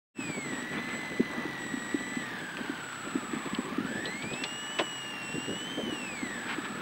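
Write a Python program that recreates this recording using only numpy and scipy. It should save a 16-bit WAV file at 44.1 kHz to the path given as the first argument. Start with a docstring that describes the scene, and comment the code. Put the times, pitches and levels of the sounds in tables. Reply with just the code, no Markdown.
"""Straight-cut gears whining, heard from inside a stripped rally car creeping along a snowy road.
One microphone position in the bare cabin, mono. The whine follows the engine speed and warbles at every
firing; the engine booms, injectors tick, a pump hums and the electric steering sings at each turn.
From just under the floor come the rumble of snow, the crunch of tyres, thumping clods, sprays of snow
and a few cracking stones, with a thin hiss over it all."""
import sys
import numpy as np
from scipy import signal
from scipy.fft import rfft, irfft
from scipy.io import wavfile
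from scipy.ndimage import uniform_filter1d

SR = 44100
rng = np.random.default_rng(int(sys.argv[2]) if len(sys.argv) > 2 else 0)


def output_pcm(signal):
    """Save a mono or channel-first signal as 16-bit PCM at the path in sys.argv[1].

    Samples are clipped to [-1, 1] before scaling.
    """
    pcm = np.clip(np.atleast_2d(signal).T, -1, 1) * 32767
    wavfile.write(sys.argv[1], SR, np.round(pcm).astype(np.int16))


N = 300321
T = np.arange(N) / SR
TEETH_PER_FIRING = 43.13

# The gears, tied to engine speed. Each row: time in seconds, tooth rate in Hz.
TOOTH_RATE = [(0.14, 2718), (0.55, 1864), (0.89, 2057), (1.83, 1905), (2.17, 2009), (2.44, 1601),
              (3.04, 1385), (3.52, 1094), (3.7, 1088), (4.46, 2805), (4.78, 2988), (5.28, 2720),
              (5.54, 2880), (5.73, 3146), (5.83, 3100), (6.06, 2628), (6.29, 1910), (6.64, 1257),
              (6.81, 1350)]
# A slow engine surges more at each firing. 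Each row: tooth rate in Hz, its swing in Hz.
FIRING_SURGE = [(1100, 95), (1500, 73.2), (2000, 32), (2500, 18), (3000, 19)]
# Overtones heard through the gear case. Each row: frequency in Hz, relative gain in dB.
GEAR_CASE = [(2200, -9), (4100, -15.5), (4800, -16.5), (6000, -18), (9000, -20.5), (13000, -24)]
# An engine order passing through the cabin's booms. Each row: frequency in Hz, relative level in dB.
CABIN_BOOM = [(25, -100), (47, -72), (70, -91), (100, -67), (135, -57), (190, -66)]
# The pump's tones. Each row: nominal pitch in Hz, relative level in dB.
PUMP_TONES = [(597.5, -64), (1194, -58), (1437, -81), (1739.3, -52), (2809, -70), (3134, -64.5),
              (3479, -67)]
# Turns of the steering wheel. Each row: start in seconds, length in seconds, motor effort in dB.
STEERING_TURNS = [(0.124, 0.49, -47.5), (0.68, 0.058, -53), (0.807, 0.11, -58), (0.907, 0.072, -47.5),
                  (0.997, .19, -57), (1.305, 0.027, -54), (1.576, 0.67, -50), (2.364, 0.14, -56),
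                  (2.5, 0.38, -57.5), (2.798, 0.86, -50.5), (3.84, 0.5, -51), (4.282, 0.723, -47.5),
                  (5.017, 0.089, -52), (5.215, 0.42, -48), (5.62, .2, -56.5), (5.9, 0.479, -49),
                  (6.378, 0.4, -52.5)]
# Snow depth, heard as rumble under the floor. Each row: time in seconds, relative level in dB.
SNOW_DEPTH = [(.16, -44.5), (1.3, -43), (2.3, -46.5), (2.95, -50), (3.3, -46), (3.87, -42), (4.6, -51.5),
              (5.2, -49.5), (5.9, -42), (6.3, -44.5), (6.8, -44)]
# Three noise spectra inside the cabin. Each row: frequency in Hz, relative density in dB.
RUMBLE_SPECTRUM = [(20, -53), (45, -18), (75, -17), (130, -6), (250, 3.5), (380, -3), (550, -8.5),
                   (900, -24), (2000, -57)]
CHATTER_SPECTRUM = [(150, -18), (500, -9), (800, 1.5), (1250, -1), (1800, 2.5), (2200, -2), (2700, -5),
                    (3500, -7), (4200, -11.5), (5000, -20), (6500, -36), (10000, -33)]
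HISS_SPECTRUM = [(1000, -32), (5000, 4.5), (8400, 1.5), (10500, -2.5), (13000, -7), (15500, -14)]
# Thumps on the floor pan, from snow clods and one big stone.
# Each row: start in seconds, level in dB, ring in Hz.
FLOOR_THUMPS = [(0.188, -23.5, 281), (1.195, -20, 385), (1.201, -15.5, 254), (1.379, -25.5, 260),
                (1.453, -27.5, 323), (1.738, -24.5, 270), (1.772, -28.5, 251), (1.943, -18.5, 304),
                (2.168, -24, 248), (2.608, -28.5, 256), (2.695, -24, 297.5), (3.154, -19.5, 284),
                (3.182, -29.5, 272), (3.333, -24, 301), (3.363, -27.5, 234.4), (3.531, -26.5, 228.8),
                (3.586, -22, 265), (3.781, -20.5, 283), (3.804, -25.5, 252), (3.847, -26.5, 228.4),
                (4.794, -26, 612), (4.812, -27, 337), (5.379, -27.5, 270), (5.774, -27.5, 274.5),
                (5.833, -28.5, 225), (5.923, -27, 327), (6.228, -25, 264.2), (6.582, -26.5, 308)]
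# Snow against the body. Each row: start in seconds, length in seconds, level in dB, centre in Hz.
SNOW_SPRAYS = [(0.343, 0.058, -38.5, 248), (0.723, 0.083, -40.5, 1350), (0.871, .09, -41, 1470),
               (1.29, 0.21, -43.5, 930), (4.048, 0.06, -39.5, 312), (4.225, 0.062, -38, 198),
               (4.31, 0.04, -33.5, 220), (5.33, 0.055, -36, 231), (5.47, 0.075, -35, 240),
               (5.77, 0.059, -33.5, 298.4), (6.474, 0.081, -36.5, 1580), (6.643, 0.028, -39.5, 1710)]
# Stones on the underbody. Each row: start in seconds, level in dB, centre in Hz, width in octaves,
# seconds to fall 60 dB, relative level of the floor's answer in dB.
STONE_HITS = [(.777, -31.5, 3480, 0.045, 0.061, -20), (2.569, -25, 2460, 0.95, 0.022, -10),
              (3.548, -17.5, 3280, 0.43, 0.013, -22), (4.055, -25, 3488, 0.43, 0.032, -11),
              (4.061, -41.5, 4084, 0.019, 0.29, -32), (4.222, -33, 2890, 0.67, 0.067, -3),
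              (4.333, -32, 3470, 0.26, 0.057, -5), (4.436, -22, 2800, 1.04, 0.054, -14),
              (4.7861, -21, 2090, 1.22, 0.088, -1)]


def amp(db):
    """Decibels to gain."""
    return 10 ** (np.asarray(db) / 20)


def unit(x):
    """Scales to rms 1."""
    return x / np.sqrt(np.mean(x ** 2) + 1e-20)


def curve(rows):
    """A time table, sample by sample."""
    return np.interp(T, *np.transpose(rows))


def lookup(points, hz):
    """Reads a table along a log-frequency axis."""
    f, value = np.transpose(points)
    return np.interp(np.log(hz + 1), np.log(f), value)


def colour(x, spectrum):
    """Gives x a spectrum, at rms 1."""
    gain = amp(lookup(spectrum, np.fft.rfftfreq(N, 1 / SR)))
    return unit(irfft(rfft(x) * gain, N))


def drift(hz):
    """Random wander of rms 1, rolling off above hz."""
    rolloff = 1 + (np.fft.rfftfreq(N, 1 / SR) / hz) ** 4
    return unit(irfft(rfft(rng.standard_normal(N)) / rolloff, N))


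def band(x, hz, octaves, order=3):
    """Band-pass around hz, at rms 1."""
    half = 2 ** (octaves / 2)
    edges = [hz / half, min(hz * half, SR / 2 - 1)]
    return unit(signal.sosfilt(signal.butter(order, edges, "band", fs=SR, output="sos"), x))


def add(mix, start, sound):
    """Lays a sound into the mix, start seconds in."""
    part = mix[round(start * SR):][:len(sound)]
    part += sound[:len(part)]


def tooth_slack(mesh_hz, below_hz=2000, range_hz=341, fall_hz_per_s=2060):
    """The teeth go loose as the engine drops quickly towards idle: 0 pressed together, 1 rattling."""
    falling = np.clip(-np.gradient(mesh_hz) * SR / fall_hz_per_s, 0, 1)
    slow = np.clip((below_hz - mesh_hz) / range_hz, 0, 1)
    return uniform_filter1d(falling * slow, size=3000)


def gear_whine(mesh_hz, firings, slack, waver_hz=9, rattle_hz=130, flutter_db=0.8, fall_db=5):
    """Each firing kicks the shaft and swings the pitch; uneven teeth roughen it, slack ones smear it."""
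    swing = np.sin(2 * np.pi * firings) + 0.299 * drift(120)
    smear = waver_hz * drift(15.79) + rattle_hz * slack * drift(218)
    teeth = np.cumsum(mesh_hz + lookup(FIRING_SURGE, mesh_hz) * swing + smear) / SR
    tone = amp(flutter_db * drift(72)) * np.sin(2 * np.pi * teeth)
    for k in range(2, 5):
        overtone_db = lookup(GEAR_CASE, k * mesh_hz) - fall_db * (k - 2)
        tone += amp(overtone_db) * np.sin(2 * np.pi * k * teeth)
    level_db = np.interp(mesh_hz, [1335, 1799.6], [-45.5, -42.5])  # soft near idle, full under pull
    return amp(level_db) * unit(tone)


def engine_boom(mesh_hz, firings, gain_db=1, uneven_db=2.5):
    """The five lowest orders of the firing rate boom in the cabin, around the microphone."""
    boom = np.zeros(N)
    for k in range(1, 6):
        order_db = lookup(CABIN_BOOM, k * mesh_hz / TEETH_PER_FIRING) + uneven_db * drift(6.7)
        boom += amp(order_db) * np.sin(2 * np.pi * (k * firings + rng.random()))
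    return amp(gain_db) * boom


def injectors(firings, level_db=-64, spread_db=1.1):
    """An injector ticks at every firing."""
    clicks = np.diff(np.floor(firings), prepend=0) * amp(spread_db * rng.standard_normal(N))
    return amp(level_db) * band(clicks, hz=5200, octaves=1.54)


def pump(mesh_hz, charging_hz=1550, sag=0.013, wander=0.00066, waver_db=3.5):
    """The pump hums in wavering tones; near idle the voltage drops and it slows."""
    idling = np.clip(4 * (1 - mesh_hz / charging_hz), 0, 1)
    clock = np.cumsum(1 - sag * idling + wander * drift(3.9)) / SR
    hum = sum(amp(db + waver_db * drift(2.8)) * np.sin(2 * np.pi * hz * clock) for hz, db in PUMP_TONES)
    load_db = -2.5 + 3 * np.log2(mesh_hz / charging_hz)  # it works harder at higher revs
    return np.sqrt(2) * amp(load_db) * hum


def steering(whistle_hz=7812, rest_db=-72, octave_db=-70, shake_db=0.7, lag_s=0.02):
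    """The motor whistles at one pitch as its current builds, holds through each turn and dies away."""
    demand = np.full(N, amp(rest_db))
    for start, length, db in STEERING_TURNS:
        turning = (T >= start) & (T < start + length)
        demand = np.maximum(demand, amp(db) * turning)
    keep = np.exp(-1 / (lag_s * SR))
    current = signal.lfilter([1 - keep], [1, -keep], demand)
    phase = 2 * np.pi * whistle_hz * T
    whistle = current * amp(shake_db * drift(29)) * np.sin(phase)
    return np.sqrt(2) * (whistle + amp(octave_db) * np.sin(2 * phase))


def snow_rumble(snow_db, gain_db=2, lumpy_db=3):
    """Lumpy snow rumbles close under the floor, louder where it lies deep."""
    lumps = rng.standard_normal(N) * amp(lumpy_db * drift(21))
    return amp(snow_db + gain_db) * colour(lumps, RUMBLE_SPECTRUM)


def chatter(firings, slack, snow_db, base_db=-43.5, rattle_db=1.5, swell_db=0.5, grain_db=2):
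    """Loose teeth and crunching tyres chatter in time with the firings."""
    throb = 1 + 0.063 * np.cos(2 * np.pi * firings)
    grains = rng.standard_normal(N) * throb * amp(grain_db * drift(260))
    crunch_db = 0.16 * (snow_db - snow_db.mean())  # deeper snow crunches more
    level_db = base_db + crunch_db + rattle_db * slack + swell_db * drift(4.7)
    return amp(level_db) * colour(grains, CHATTER_SPECTRUM)


def hiss(level_db=-62):
    """A thin, steady hiss in the background."""
    return amp(level_db) * colour(rng.standard_normal(N), HISS_SPECTRUM)


def floor_thump(hz, swell_s=0.0043, sag=0.22, ring_s=0.016):
    """A soft blow swells the damped floor pan; its higher motion dies first, so the ring sags."""
    t = np.arange(3000) / SR
    age = t / swell_s
    cycles = np.cumsum(hz * (1 + sag * (np.exp(-age) - np.exp(-1)))) / SR
    blow = (age * np.exp(1 - age)) ** 2
    ring = 0.29 * (1 - np.exp(-age)) * np.exp(-t / ring_s)
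    return (blow + ring) * np.sin(2 * np.pi * cycles)


def floor_hits(snow_db, patter_db=-5, per_s=55):
    """Snow clods and one big stone thump the floor; small clods patter, louder in deep snow."""
    thumps = np.zeros(N)
    for start, db, hz in FLOOR_THUMPS:
        add(thumps, start, amp(db) * floor_thump(hz))
    pitches_hz = np.geomspace(190, 330, 8)
    lands = rng.random((len(pitches_hz), N)) < per_s / len(pitches_hz) / SR
    blows = lands * rng.uniform(0.48, 1, N)
    patter = sum(signal.oaconvolve(row, floor_thump(hz))[:N] for row, hz in zip(blows, pitches_hz))
    return thumps + amp(snow_db + patter_db) * unit(patter)


def sprays():
    """Snow scrapes and sprays under the body in short bursts."""
    out = np.zeros(N)
    for start, length, db, hz in SNOW_SPRAYS:
        burst = band(rng.standard_normal(SR // 4), hz, octaves=1.81)[:int(length * SR)]
        add(out, start, amp(db) * burst * signal.windows.tukey(len(burst), 0.4))
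    return out


def stones(rise_s=0.0016, floor_s=0.016, shell_hz=5200):
    """A stone cracks dense panel modes; slower bending waves bring the floor's low answer later."""
    out, t = np.zeros(N), np.arange(8000) / SR
    floor_swell = (t / floor_s * np.exp(1 - t / floor_s)) ** 2
    for start, db, hz, octaves, t60, floor_db in STONE_HITS:
        high, low = rng.standard_normal((2, len(t)))
        envelope = (1 - np.exp(-t / rise_s)) * amp(-60 * t / t60)
        crack = band(high, hz, octaves, order=2) * envelope
        answer = band(low, hz=520, octaves=2.24) * floor_swell
        add(out, start, amp(db) * (crack + 0.5 * amp(floor_db) * answer))
    # heard from inside, the body shell dulls the top
    return signal.sosfilt(signal.butter(2, shell_hz, fs=SR, output="sos"), out)


def scene():
    """Machinery and road meet at one spot in the cabin; both channels carry the same sound."""
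    mesh_hz = uniform_filter1d(curve(TOOTH_RATE), size=1500)
    firings = np.cumsum(mesh_hz) / TEETH_PER_FIRING / SR  # running count
    slack = tooth_slack(mesh_hz)
    snow_db = curve(SNOW_DEPTH)
    cabin = gear_whine(mesh_hz, firings, slack) + engine_boom(mesh_hz, firings) + injectors(firings)
    cabin += pump(mesh_hz) + steering()
    cabin += snow_rumble(snow_db) + chatter(firings, slack, snow_db) + hiss()
    cabin += floor_hits(snow_db) + sprays() + stones()
    return np.array([cabin, cabin])


def record(dry, start_s=0.14, fade_s=0.071, edge_hz=15750):
    """The microphone fades up after a short silence; the treble is cut above edge_hz."""
    fade = np.clip((T - start_s) / fade_s, 0, 1) ** 1.6
    lowpass = signal.firwin(1023, edge_hz, window=("kaiser", 9), fs=SR)
    return signal.oaconvolve(dry * fade, lowpass[None], "same")


dry = scene()
out = record(dry)
output_pcm(out)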